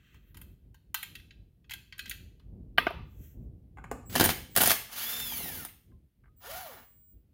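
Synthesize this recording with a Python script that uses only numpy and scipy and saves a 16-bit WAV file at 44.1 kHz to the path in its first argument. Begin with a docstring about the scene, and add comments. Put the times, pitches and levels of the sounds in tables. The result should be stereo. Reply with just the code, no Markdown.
"""A fading rattle over low room rumble comes first, then screws and bit ticking on a metal casing; a part drops.
Place: a quiet workshop ringing about half a second; a cordless impact driver close to a two-port stereo microphone.
It hammers in two bursts (noise bursts through anvil resonances, chattering noise between), then spins free twice:
sines follow the gear and commutator rate over brush hiss, and fixed tones whistle from the speed control.
Handling knocks and taps are noise bursts through struck bodies; the room is decaying noise, the rumble shaped noise."""
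import sys
import numpy as np
from scipy import signal
from scipy.fft import rfft, irfft
from scipy.io import wavfile
from scipy.ndimage import uniform_filter1d

SR = 44100
rng = np.random.default_rng(int(sys.argv[2]) if len(sys.argv) > 2 else 0)


def rack_gain(trim_db):
    """Turn a fader trim in dB into the linear factor to multiply a signal by."""
    fader = np.asarray(trim_db, float)
    return 10 ** (fader / 20)


def file_out(sig):
    """Save sig as 16-bit WAV at sys.argv[1]."""
    # one column per channel
    cols = np.atleast_2d(sig).T
    # limit, then scale
    lim = np.clip(cols, -1, 1)
    pcm = np.round(lim * 32767).astype(np.int16)
    wavfile.write(sys.argv[1], SR, pcm)


N = 323253
TIME = np.arange(N) / SR
TOP_HZ = 15850  # upper limit of the recorder


def unit(x):
    """Scale to rms 1."""
    return x / np.sqrt(np.mean(x ** 2))


def shape(x, points, share=1):
    """Colour by (frequency [Hz], level [dB]) points joined on a log axis."""
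    hz, db = np.transpose(points)
    f = np.arange(x.shape[-1] // 2 + 1) * SR / x.shape[-1]
    gain_db = np.interp(np.log(f + 1), np.log(np.maximum(hz, 1)), db)
    return irfft(rfft(x) * rack_gain(share * gain_db), x.shape[-1])


def band(x, lo_hz, hi_hz):
    """Causal band-pass."""
    return signal.sosfilt(signal.butter(2, [lo_hz, hi_hz], "bandpass", fs=SR, output="sos"), x)


def walk(rate):
    """Smooth random level, spread 1; a higher rate [Hz] wanders faster."""
    k = int(SR / rate)
    return unit(uniform_filter1d(uniform_filter1d(rng.standard_normal(N), k), k))


def gate(on_s, off_s, edge_s):
    """1 between the two times, with ramps centred on them."""
    return np.clip(np.minimum(TIME - on_s, off_s - TIME) / edge_s + .5, 0, 1)


def ring(x, peaks, direct_db):
    """The struck body: damped resonances, each at least a twentieth of its pitch wide, over plain crack."""
    out = rack_gain(direct_db) * x
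    for hz, width, db in peaks:
        b, a = signal.iirpeak(hz, hz / max(width, hz / 20), fs=SR)
        out = out + rack_gain(db) * signal.lfilter(b, a, x)
    return out


def strikes(rows, peaks, edges_hz, burst_s, direct_db, lag_per_db, spike, rise_s):
    """Each strike is a short noise burst through the body; edges_hz holds the ring range, then the others.
    Rows are (time [s], ring peak [dB], each other range re ring [dB].., left minus right [dB])."""
    out, size = np.zeros((2, N + 4096)), 2048
    t = np.arange(size) / SR
    envelope = np.exp(-t / burst_s) * (1 - np.exp(-t / rise_s)) ** 2
    bursts = rng.standard_normal((len(rows), size)) * envelope
    bursts[:, 0] = spike  # first contact
    body = ring(bursts, peaks, direct_db)
    parts = [band(band(body, lo, hi), lo * 0.63, hi) for lo, hi in edges_hz]
    parts = [p / np.abs(p).max(axis=1, keepdims=True) for p in parts]
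    for k, (s, peak_db, *rel_db, pan_db) in enumerate(rows):
        sound = sum(rack_gain(peak_db + db) * p[k] for db, p in zip([0] + rel_db, parts))
        for ch, side in enumerate((.5, -.5)):
            # the nearer port hears it louder and, where there is a lag [samples per dB], earlier
            at = int(s * SR - side * pan_db * lag_per_db)
            out[ch, at:at + size] += rack_gain(side * pan_db) * sound
    return out[:, :N]


# hammer on anvil, last the clack as the spindle halts:
# (time [s], ring peak [dB], thud re ring [dB], treble re ring [dB])
HAMMER_BLOWS = [(4.153, -16.5, -21, -3.5), (4.159, -19, -13.5, -1.5), (4.197, -10.5, -12.5, 0),
                (4.208, -12, -2.5, 0), (4.2126, -23, 0.5, 2.5), (4.23, -24, 2, -9), (4.24, -16, -16.5, 5),
                (4.249, -18, -17.5, 6), (4.258, -18.5, -16.5, 5), (4.29, -15, -15.5, -7),
                (4.302, -28.5, -17, -0.5), (4.562, -13, -34.5, 7), (4.573, -17, -12, 8.5),
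                (4.58, -20.5, -12.5, 4.5), (4.604, -25, -4, -9.5), (4.616, -15, -11.5, 5.5),
                (4.626, -21.5, -20, 9), (4.634, -17.5, -10, 10.5), (4.658, -23.5, -18.5, 10),
                (4.673, -18, -15, 10.5), (4.696, -26, -28.5, 8.5), (4.704, -22.5, -13.5, 9.5),
                (4.7135, -21, -18, 7), (5.649, -34.5, -17, 11.5)]
# anvil resonances: (frequency [Hz], width [Hz], level [dB])
ANVIL_MODES = [(330, 130, -5), (686, 220, 1.5), (1535, 160, -2), (3180, 210, -10.5), (9440, 970, 2.5),
               (14700, 1300, 9.5)]


def blows():
    """Hammer meets anvil: anvil, bit and casing ring a little differently towards each port."""
    rows = [(*row, 0) for row in HAMMER_BLOWS]
    ranges_hz = [(790, 4830), (85, 474), (8800, 15000)]
    common, left, right = (strikes(rows, ANVIL_MODES, ranges_hz, .002, -10.0, 0, 0, .0008)[0]
                           for _ in range(3))
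    return 1.3 * common + .7 * np.array([left, right])


# colour of the motor hiss: (frequency [Hz], level [dB])
HISS_COLOUR = [(60, 1.5), (250, -5.5), (600, -7), (1700, -3), (3100, -2.5), (5500, -6.5), (8200, -5),
               (9500, -0.5), (13000, 3.5), (15500, 4), (17000, -9)]
# the body shakes in the grip: (frequency [Hz], width [Hz], level [dB])
GRIP_MODES = [(150, 13, -9.5), (239, 6.7, -1)]


def motor_noise(treble_db, low_db, mid_db, grain):
    """Rattling noise in three ranges, the upper two sharing one grain; vents on both sides part left and right."""
    common, *own = shape(rng.standard_normal((3, N)), HISS_COLOUR)
    upper = .6 * common + .8 * np.array(own)
    low = unit(ring(band(common, 50, 550), GRIP_MODES, -6.0)) * rack_gain(low_db)
    mid = unit(band(upper, 500, 5460)) * rack_gain(mid_db) * grain
    treble = unit(band(upper, 11000, 20000)) * grain
    return rack_gain(treble_db) * (low + mid - treble)


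# hammering bursts: (trigger time [s], first blow [s], last blow [s], rattle level [dB],
# shake re rattle [dB], mid re rattle [dB])
HAMMER_BURSTS = [(4.095, 4.155, 4.304, -30.5, 1, 3.8), (4.552, 4.559, 4.725, -27, -10, 1.03)]
RUN_UP_DB, RUN_UP_DB_PER_S = -9.5, 245  # before the first blow
RUN_DOWN_DB_PER_S = 596.5  # after the last blow, on top of the sag
RATTLE_SAG_DB_PER_S = 300  # the chatter dies down after each blow


def labour():
    """Between blows the hammer, bit and casing chatter unevenly; the motor runs up before and down after."""
    grain, out = unit(rack_gain(3 * walk(300) + 1.5 * walk(60))), 0
    blow_s = np.array([0] + [row[0] for row in HAMMER_BLOWS])
    since_blow = TIME - blow_s[np.searchsorted(blow_s, TIME, side="right") - 1]
    for on_s, first_s, last_s, rattle_db, shake_db, mid_db in HAMMER_BURSTS:
        early, late = np.clip(first_s - TIME, 0, None), np.clip(TIME - last_s, 0, None)
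        level_db = rattle_db + (early > 0) * RUN_UP_DB - RUN_UP_DB_PER_S * early
        level_db = level_db - RUN_DOWN_DB_PER_S * late
        level_db = level_db - RATTLE_SAG_DB_PER_S * since_blow * (early == 0)
        out = out + (TIME > on_s) * motor_noise(level_db, shake_db, mid_db, grain)
    return out


def speed(on_s, off_s, top_hz, up_s):
    """Mesh rate: an S-shaped climb under power, then friction and drag slow it."""
    friction_hz_per_s, drag_per_s = 2700, .35  # a fixed loss plus a share of the speed
    u = np.clip(np.minimum(TIME, off_s) - on_s, 0, None) / up_s
    driven, rest = top_hz * (1 - (1 + u) * np.exp(-u)), friction_hz_per_s / drag_per_s
    hz = (driven + rest) * np.exp(-drag_per_s * np.clip(TIME - off_s, 0, None)) - rest
    return np.maximum(uniform_filter1d(hz, SR // 40), 60)


# free spins: (trigger time [s], release [s], halt [s], mesh rate it heads for [Hz], spin-up [s],
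# brush hiss level at the release [dB])
FREE_SPINS = [(4.867, 5.239, 5.66, 2675, 0.042, -36), (6.378, 6.618, 6.86, 818, 0.051, -46.5)]
# whine: (multiple of the gear mesh rate, level [dB]); 1.342 and its double are the commutator
WHINE_TONES = [(1, 0), (2, -5), (3, -10), (4, -6), (5, -2), (6, -1), (7, -2), (8, -3), (1.342, 5),
               (2.684, -6)]
# how the housing passes the whine: (frequency [Hz], level [dB])
WHINE_PASSAGE = [(300, -18), (580, -4.5), (1100, -7), (1500, -3), (2300, 0), (3400, -1), (4300, 2),
                 (5500, -6), (9000, -5), (12500, 5)]
# housing resonances: (frequency [Hz], width [Hz], level [dB])
HOUSING_MODES = [(242, 130, 0.5), (823, 260, 3), (1160, 300, 2), (1470, 160, -6.5), (2040, 330, -15),
                 (6840, 470, -5)]
HISS_DB_PER_OCT, TONE_DB_PER_OCT2 = 8.5, 6  # lost as the speed falls; the tone's by octaves squared
HUM_DRIVEN_DB, HUM_COAST_DB = -19, -6.5  # body hum re hiss
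MESH_TONE_DB = -46  # whine reference at the release, before load and housing
COAST_TONE_DB = 10  # the mesh tone is this much weaker at speed until it coasts
GEAR_SLACK_DB, SLACK_DB_PER_OCT = -64, 5  # loose gears grind more when slow
MESHES_PER_SHAFT_TURN = 11.35


def spin():
    """Gear teeth and commutator bars whine with the speed; brushes hiss, loose gears grind."""
    mesh_hz, hiss_db, tone_db, hum_db, running = np.zeros((5, N))
    for on_s, off_s, halt_s, top_hz, up_s, top_hiss_db in FREE_SPINS:
        hz, now = speed(on_s, off_s, top_hz, up_s), np.abs(TIME - off_s) < .6
        under = np.log2(hz.max() / hz)  # octaves under this spin's peak
        mesh_hz = mesh_hz + now * hz
        running = running + gate(on_s + 0.027, halt_s, 0.053)
        hiss_db = hiss_db + now * (top_hiss_db - HISS_DB_PER_OCT * under)
        tone_db = tone_db + now * (MESH_TONE_DB - TONE_DB_PER_OCT2 * under ** 2)
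        hum_db = hum_db + now * np.interp(TIME, [off_s, off_s + 0.21], [HUM_DRIVEN_DB, HUM_COAST_DB])
    mesh_hz = np.maximum(mesh_hz, 60)
    phase = 2 * np.pi * np.cumsum(mesh_hz) / SR
    turn = phase / MESHES_PER_SHAFT_TURN
    slow = np.log2(2700 / mesh_hz)  # octaves under full speed
    slowing = np.gradient(slow) * SR
    load = np.clip(uniform_filter1d(-slowing, 1500) / 8, 0, 1)  # speeding up
    coast = np.clip(uniform_filter1d(slowing, 1500), 0, 1)  # slowing down
    tones = 0
    for times, db in WHINE_TONES:
        heard = np.clip((TOP_HZ - times * mesh_hz) / 300, 0, 1)
        commutator = times % 1 > 0
        # higher multiples need speed and a light load, and those of the mesh come and go more
        need_db = max(np.log2(times / 2), 0) * (8 * np.clip(slow - .6, 0, None) + 8 * load)
        flicker_db = (2.2 + .15 * times * (not commutator)) * walk(20)
        level_db = db - need_db + flicker_db
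        # the commutator is only heard near full speed, the mesh itself there only when coasting
        level_db = level_db - commutator * (14 * np.clip(slow - .25, 0, None) + 9 * load)
        level_db = level_db + (times == 1) * COAST_TONE_DB * (coast - 1) * (slow < 1)
        # an unsteady speed under load smears all
        smear = .07 + .25 * slow + 2 * load ** 2 * np.clip(1.5 - slow, 0, 1)
        tones = tones + heard * rack_gain(level_db) * np.sin(times * (phase + smear * walk(80)))
    whine = np.sqrt(2) * shape(rack_gain(tone_db + 3 * load) * tones, WHINE_PASSAGE)
    grain = unit(rack_gain(2.0 * walk(74) + 0.65 * walk(31.0)))
    # the driven shaft hums once and twice a turn
    hum = rack_gain(hiss_db - 20.5 + 1.5 * walk(10)) * (1 - coast) * (1 - load)
    hum = hum * (np.sin(turn) + rack_gain(-1.5) * np.sin(2 * turn))
    mid_db = -4 + 0.95 * np.minimum(slow, 3) + 3 * load - 3 * coast
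    brushes = motor_noise(hiss_db + 2.0 * load, hum_db, mid_db, grain)
    slack = unit(ring(band(rng.standard_normal(N), 555, 2600), HOUSING_MODES, 4) * rack_gain(2.5 * walk(90)))
    slack_db = GEAR_SLACK_DB + SLACK_DB_PER_OCT * np.minimum(slow, 2.5)
    slack_db = slack_db - 8.76 * np.clip(slow - 3, 0, None) + 0.62 * load
    return running * (whine + hum + brushes + slack * grain * rack_gain(slack_db))


# speed control whistle: (on time [s], off time [s], fundamental level [dB], octave level [dB])
WHISTLE_SPANS = [(4.06, 4.22, -57, -58), (4.505, 4.6, -66.5, -57.5), (6.368, 7.137, -78, -63)]


def whistle():
    """The switched motor current sings at a fixed rate and its octave."""
    phase = 2 * np.pi * 7698 * TIME + .3 * walk(30)  # 7698 Hz
    one, two = rack_gain(walk(20)) * np.sin(phase), rack_gain(walk(20)) * np.sin(2 * phase)
    return np.sqrt(2) * sum(gate(on_s, off_s, 0.018) * (rack_gain(one_db) * one + rack_gain(two_db) * two)
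                            for on_s, off_s, one_db, two_db in WHISTLE_SPANS)


# where the driver stands for the two microphone ports: (frequency [Hz], left minus right [dB])
PORT_BALANCE = [(100, -1), (300, 1.5), (1700, 1.5), (3100, -3), (4500, 1.5), (6800, 14), (8600, -0.5),
                (10700, -7.5), (14500, 0)]


def at_ports(driver):
    """The close driver reaches the left port 8 samples ahead, with its own colour at each port."""
    left, right = driver[0], np.roll(driver[1], 8)
    return np.array([shape(left, PORT_BALANCE, .5), shape(right, PORT_BALANCE, -.5)])


# a part dropped on the bench: a faint onset just before the main hit at 2.782 s, then two bounces:
# (time [s], ring peak [dB], thud re ring [dB], treble re ring [dB], left minus right [dB])
PART_DROP = [(2.777, -20.5, -19, -14, 2.5), (2.782, -5.5, -11.5, -9.5, -0.5),
             (2.868, -13.5, -2.5, -25, -1.5), (2.906, -33, 4.5, -9, -2)]
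# bench resonances: (frequency [Hz], width [Hz], level [dB])
BENCH_MODES = [(385, 59, -9.5), (702, 89, -8.5), (1203, 78, -3.5), (1600, 140, 3), (2120, 220, 1),
               (3020, 220, -1.5), (4330, 1200, -6), (12230, 4000, -2)]


def dropped_part(body):
    """A part hits and sets off the given resonances; with none, only its broad clatter is left."""
    ranges_hz = [(1150, 3500), (180.0, 1000), (10000, 20000)]
    return strikes(PART_DROP, body, ranges_hz, 0.0024, -18.5, 4, 3.7, 0.00058)


# screws and bit ticking on the casing:
# (time [s], ring peak [dB], thud re ring [dB], treble re ring [dB], left minus right [dB])
CASING_TICKS = [(0.1435, -51, -5, -3.5, 1.5), (0.3453, -45, -3.5, -0.5, 2), (0.3702, -45.5, -2.5, 9, 4.5),
                (0.4149, -44, -5, 7.5, 1), (0.7443, -48.5, -4.5, -1, 1.5), (0.9441, -15.5, -9.5, 1, 1.5),
                (1.0289, -26.5, -11.5, 2.5, -1), (1.1533, -29.5, -23, -5, 5), (1.1974, -44, -24, -33, 5.5),
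                (1.308, -40.5, -21, -35, 5), (1.644, -56.5, -7, -33, 6.5), (1.696, -36, -18, -1.5, 0.5),
                (1.709, -25.5, -14.5, -4, -1.5), (1.717, -30, -11, -7, 5), (1.736, -30.5, -15, 1, 0),
                (1.9247, -34, -35, -22, 4.5), (1.981, -41, -24, 5, 1), (1.9928, -25.5, -22, -5.5, 6.5),
                (2.0578, -30, -23.5, -12.5, 1.5), (2.078, -41.5, -28, 3.5, -0.5),
                (2.096, -32, -25, 10, -3.5), (2.1115, -25, -19.5, -4, 5.5), (2.397, -54, -3.5, -13.5, 2.5),
                (4.0972, -42, -10.5, -3, -1), (5.6861, -43, -27, -6, 5)]
# metal casing resonances: (frequency [Hz], width [Hz], level [dB])
CASING_MODES = [(1250, 39, -10.5), (1600, 49, -6), (1970, 330, -8.5), (2680, 83, -4.5), (3220, 220, -4.5),
                (4210, 900, -9), (7000, 490, 0.5), (9800, 1100, 3.5), (12600, 1700, 8.5), (14400, 760, 3)]


def ticks():
    """Small metal parts touch the casing and set off its resonances."""
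    ranges_hz = [(1420, 4430), (890, 1700), (5700, 22005)]
    return strikes(CASING_TICKS, CASING_MODES, ranges_hz, 0.0041, -9.5, 4, 3.2, 0.00064)


# bit seating in a screw head, hand shifting on the housing:
# (time [s], ring peak [dB], thud re ring [dB], treble re ring [dB])
HOUSING_KNOCKS = [(3.772, -44.5, -7, -18), (3.784, -41, -5, -20), (3.841, -37, -7.5, -11.5),
                  (3.914, -29, 4, -2)]
# the coasting spindle knocks: (time [s], level [dB])
COASTING_KNOCKS = [(5.32, -42), (5.402, -42), (5.455, -42), (5.497, -41), (5.551, -47), (5.614, -52)]


def knocks():
    """Bit, hand and coasting spindle knock on the housing, which rings."""
    handled = strikes([(*row, 0) for row in HOUSING_KNOCKS], HOUSING_MODES,
                      [(601, 2730), (150, 680), (5424, 22005)], 0.0031, -25.5, 4, 4.6, 0.00059)
    spindle = strikes([(*row, 0) for row in COASTING_KNOCKS], HOUSING_MODES,
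                      [(550, 940)], 0.0024, -16.5, 0, 2.0, 0.00044)
    return handled + spindle


# the handle tapping the bench: (time [s], peak level [dB])
HANDLE_TAPS = [(5.915, -68), (6.238, -60), (6.256, -56.5), (6.267, -65), (6.278, -61)]


def taps():
    """The handle touches the bench, which rings briefly."""
    rows = [(*row, 0) for row in HANDLE_TAPS]
    return strikes(rows, BENCH_MODES, [(800, 2040)], 0.0043, -4, 0, 1.5, 0.0013)


# brief faint pure tones: (time [s], frequency [Hz], level [dB])
FAINT_TONES = [(5.922, 1045, -71), (6.284, 1250, -70)]


def faint_tones():
    """Brief faint pure tones at 1045 and 1250 Hz, each fading 60 dB in 0.18 s."""
    out = 0
    for s, hz, db in FAINT_TONES:
        since = np.clip(TIME - s, 0, None)
        out = out + rack_gain(db - 60 * since / 0.18) * np.sin(2 * np.pi * hz * since)
    return out


# soft noises: the fading tail of an earlier rattle at the start, then scraping and a sleeve swish:
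# (loudest time [s], mid level [dB], fade either side [dB/s], treble re mid [dB], topmost re mid [dB])
SOFT_NOISES = [(0.0, -62.5, 45.8, -15.5, -11.5), (0.38, -72, 150, -21, 12), (3.24, -70.5, 122.8, 0.5, 11)]
# mid, treble and topmost range of the soft noises: (low edge [Hz], high edge [Hz])
SOFT_NOISE_RANGES = [(1150, 3600), (5500, 8500), (11500, 17500)]


def soft_noises():
    """Noise in three ranges that swells and fades, different at each port; casing resonances colour the mid."""
    noise = rng.standard_normal((2, N))
    mid, treble, top = (unit(band(band(noise, *hz), *hz)) for hz in SOFT_NOISE_RANGES)
    mid = unit(ring(mid, CASING_MODES, -14.5))
    out = 0
    for s, db, fade_db, treble_db, top_db in SOFT_NOISES:
        sound = mid + rack_gain(treble_db) * treble + rack_gain(top_db) * top
        out = out + rack_gain(db - fade_db * np.abs(TIME - s)) * sound
    return rack_gain(3.2 * walk(21)) * out


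# workshop reverberation: (frequency [Hz], time to fall 60 dB [s])
ROOM_DECAY = [(150, 0.65), (1000, 0.38), (4000, 0.54), (12000, 0.4)]


def room(x, near_db, near_s):
    """Quick scatter off bench and workpiece, then octave noise bands each dying at its own rate, unlike at each port."""
    t = np.arange(SR) / SR
    hz, t60 = np.transpose(ROOM_DECAY)
    tail = 0
    for f in 90 * 2. ** np.arange(8):
        decay = np.exp(-np.log(1000) * t / np.interp(np.log(f), np.log(hz), t60))
        decay = decay + rack_gain(near_db) * np.exp(-t / near_s)
        tail = tail + band(rng.standard_normal((2, SR)), f / np.sqrt(2), f * np.sqrt(2)) * decay
    # the scatter is dense enough to favour no pitch
    power = np.abs(rfft(tail)) ** 2
    even = np.sqrt(uniform_filter1d(power, size=1500) / uniform_filter1d(power, size=120))
    tail = irfft(rfft(tail) * even) * (t < .9)
    tail = tail / np.sqrt(np.sum(tail ** 2) / 2)
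    return signal.fftconvolve(x, tail, axes=1)[:, :N]


# level of the room rumble: (time [s], level [dB])
RUMBLE_LEVEL = [(0.0, -59), (0.69, -57.5), (1.53, -60), (2.57, -48.5), (3.98, -50), (4.12, -49),
                (4.65, -60.5), (5.55, -61.5), (5.69, -63), (7.33, -62)]
# colour of the rumble: (frequency [Hz], level [dB])
RUMBLE_COLOUR = [(20, -28.5), (31, -24.5), (48, -3), (96, -7.5), (341, -24.5), (783, -45.5), (1500, -70.5),
                 (3300, -120)]
# colour of the air hiss: (frequency [Hz], level [dB])
AIR_COLOUR = [(1000, -2), (3000, -2), (7000, -11), (13000, -2.5), (16000, -5)]


def room_tone():
    """Rumble that is nearly alike at both ports, and faint unrelated air hiss."""
    rumble_db = np.interp(TIME, *np.transpose(RUMBLE_LEVEL))
    mid, side = unit(shape(rng.standard_normal((2, N)), RUMBLE_COLOUR))
    side = shape(side, [(40, -20.5), (150, -14.0), (600, -3.0)])
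    rumble = (mid + side * np.array([[1], [-1]])) * rack_gain(rumble_db + 3.8 * walk(12))
    air = unit(shape(rng.standard_normal((2, N)), AIR_COLOUR)) * rack_gain(-82.5)
    return rumble + air


def scene():
    """Driver close to the two ports, handling sounds, room and background."""
    driver = at_ports(blows() + spin() + labour() + whistle())
    ticking, knocking = ticks(), knocks()
    # close by the bench rings; what fills the room is the broad clatter
    drop, clatter = dropped_part(BENCH_MODES), dropped_part([])
    handling = rack_gain(-5) * ticking + rack_gain(-6.5) * clatter + rack_gain(1.0) * knocking
    wet = room(rack_gain(-6) * driver, 2.5, 0.013) + room(handling, 8.8, 0.0077)
    close = driver + ticking + drop + knocking + taps() + faint_tones()
    return close + wet + soft_noises() + room_tone()


def band_limit(x):
    """A steep low-pass at the top of the band."""
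    return signal.sosfilt(signal.butter(12, 16970, fs=SR, output="sos"), x)


def record(dry):
    """The recorder cuts the top steeply."""
    cut = signal.sosfilt(signal.ellip(8, .3, 30, TOP_HZ, fs=SR, output="sos"), dry)
    return band_limit(cut)


dry = scene()
out = record(dry)
file_out(out)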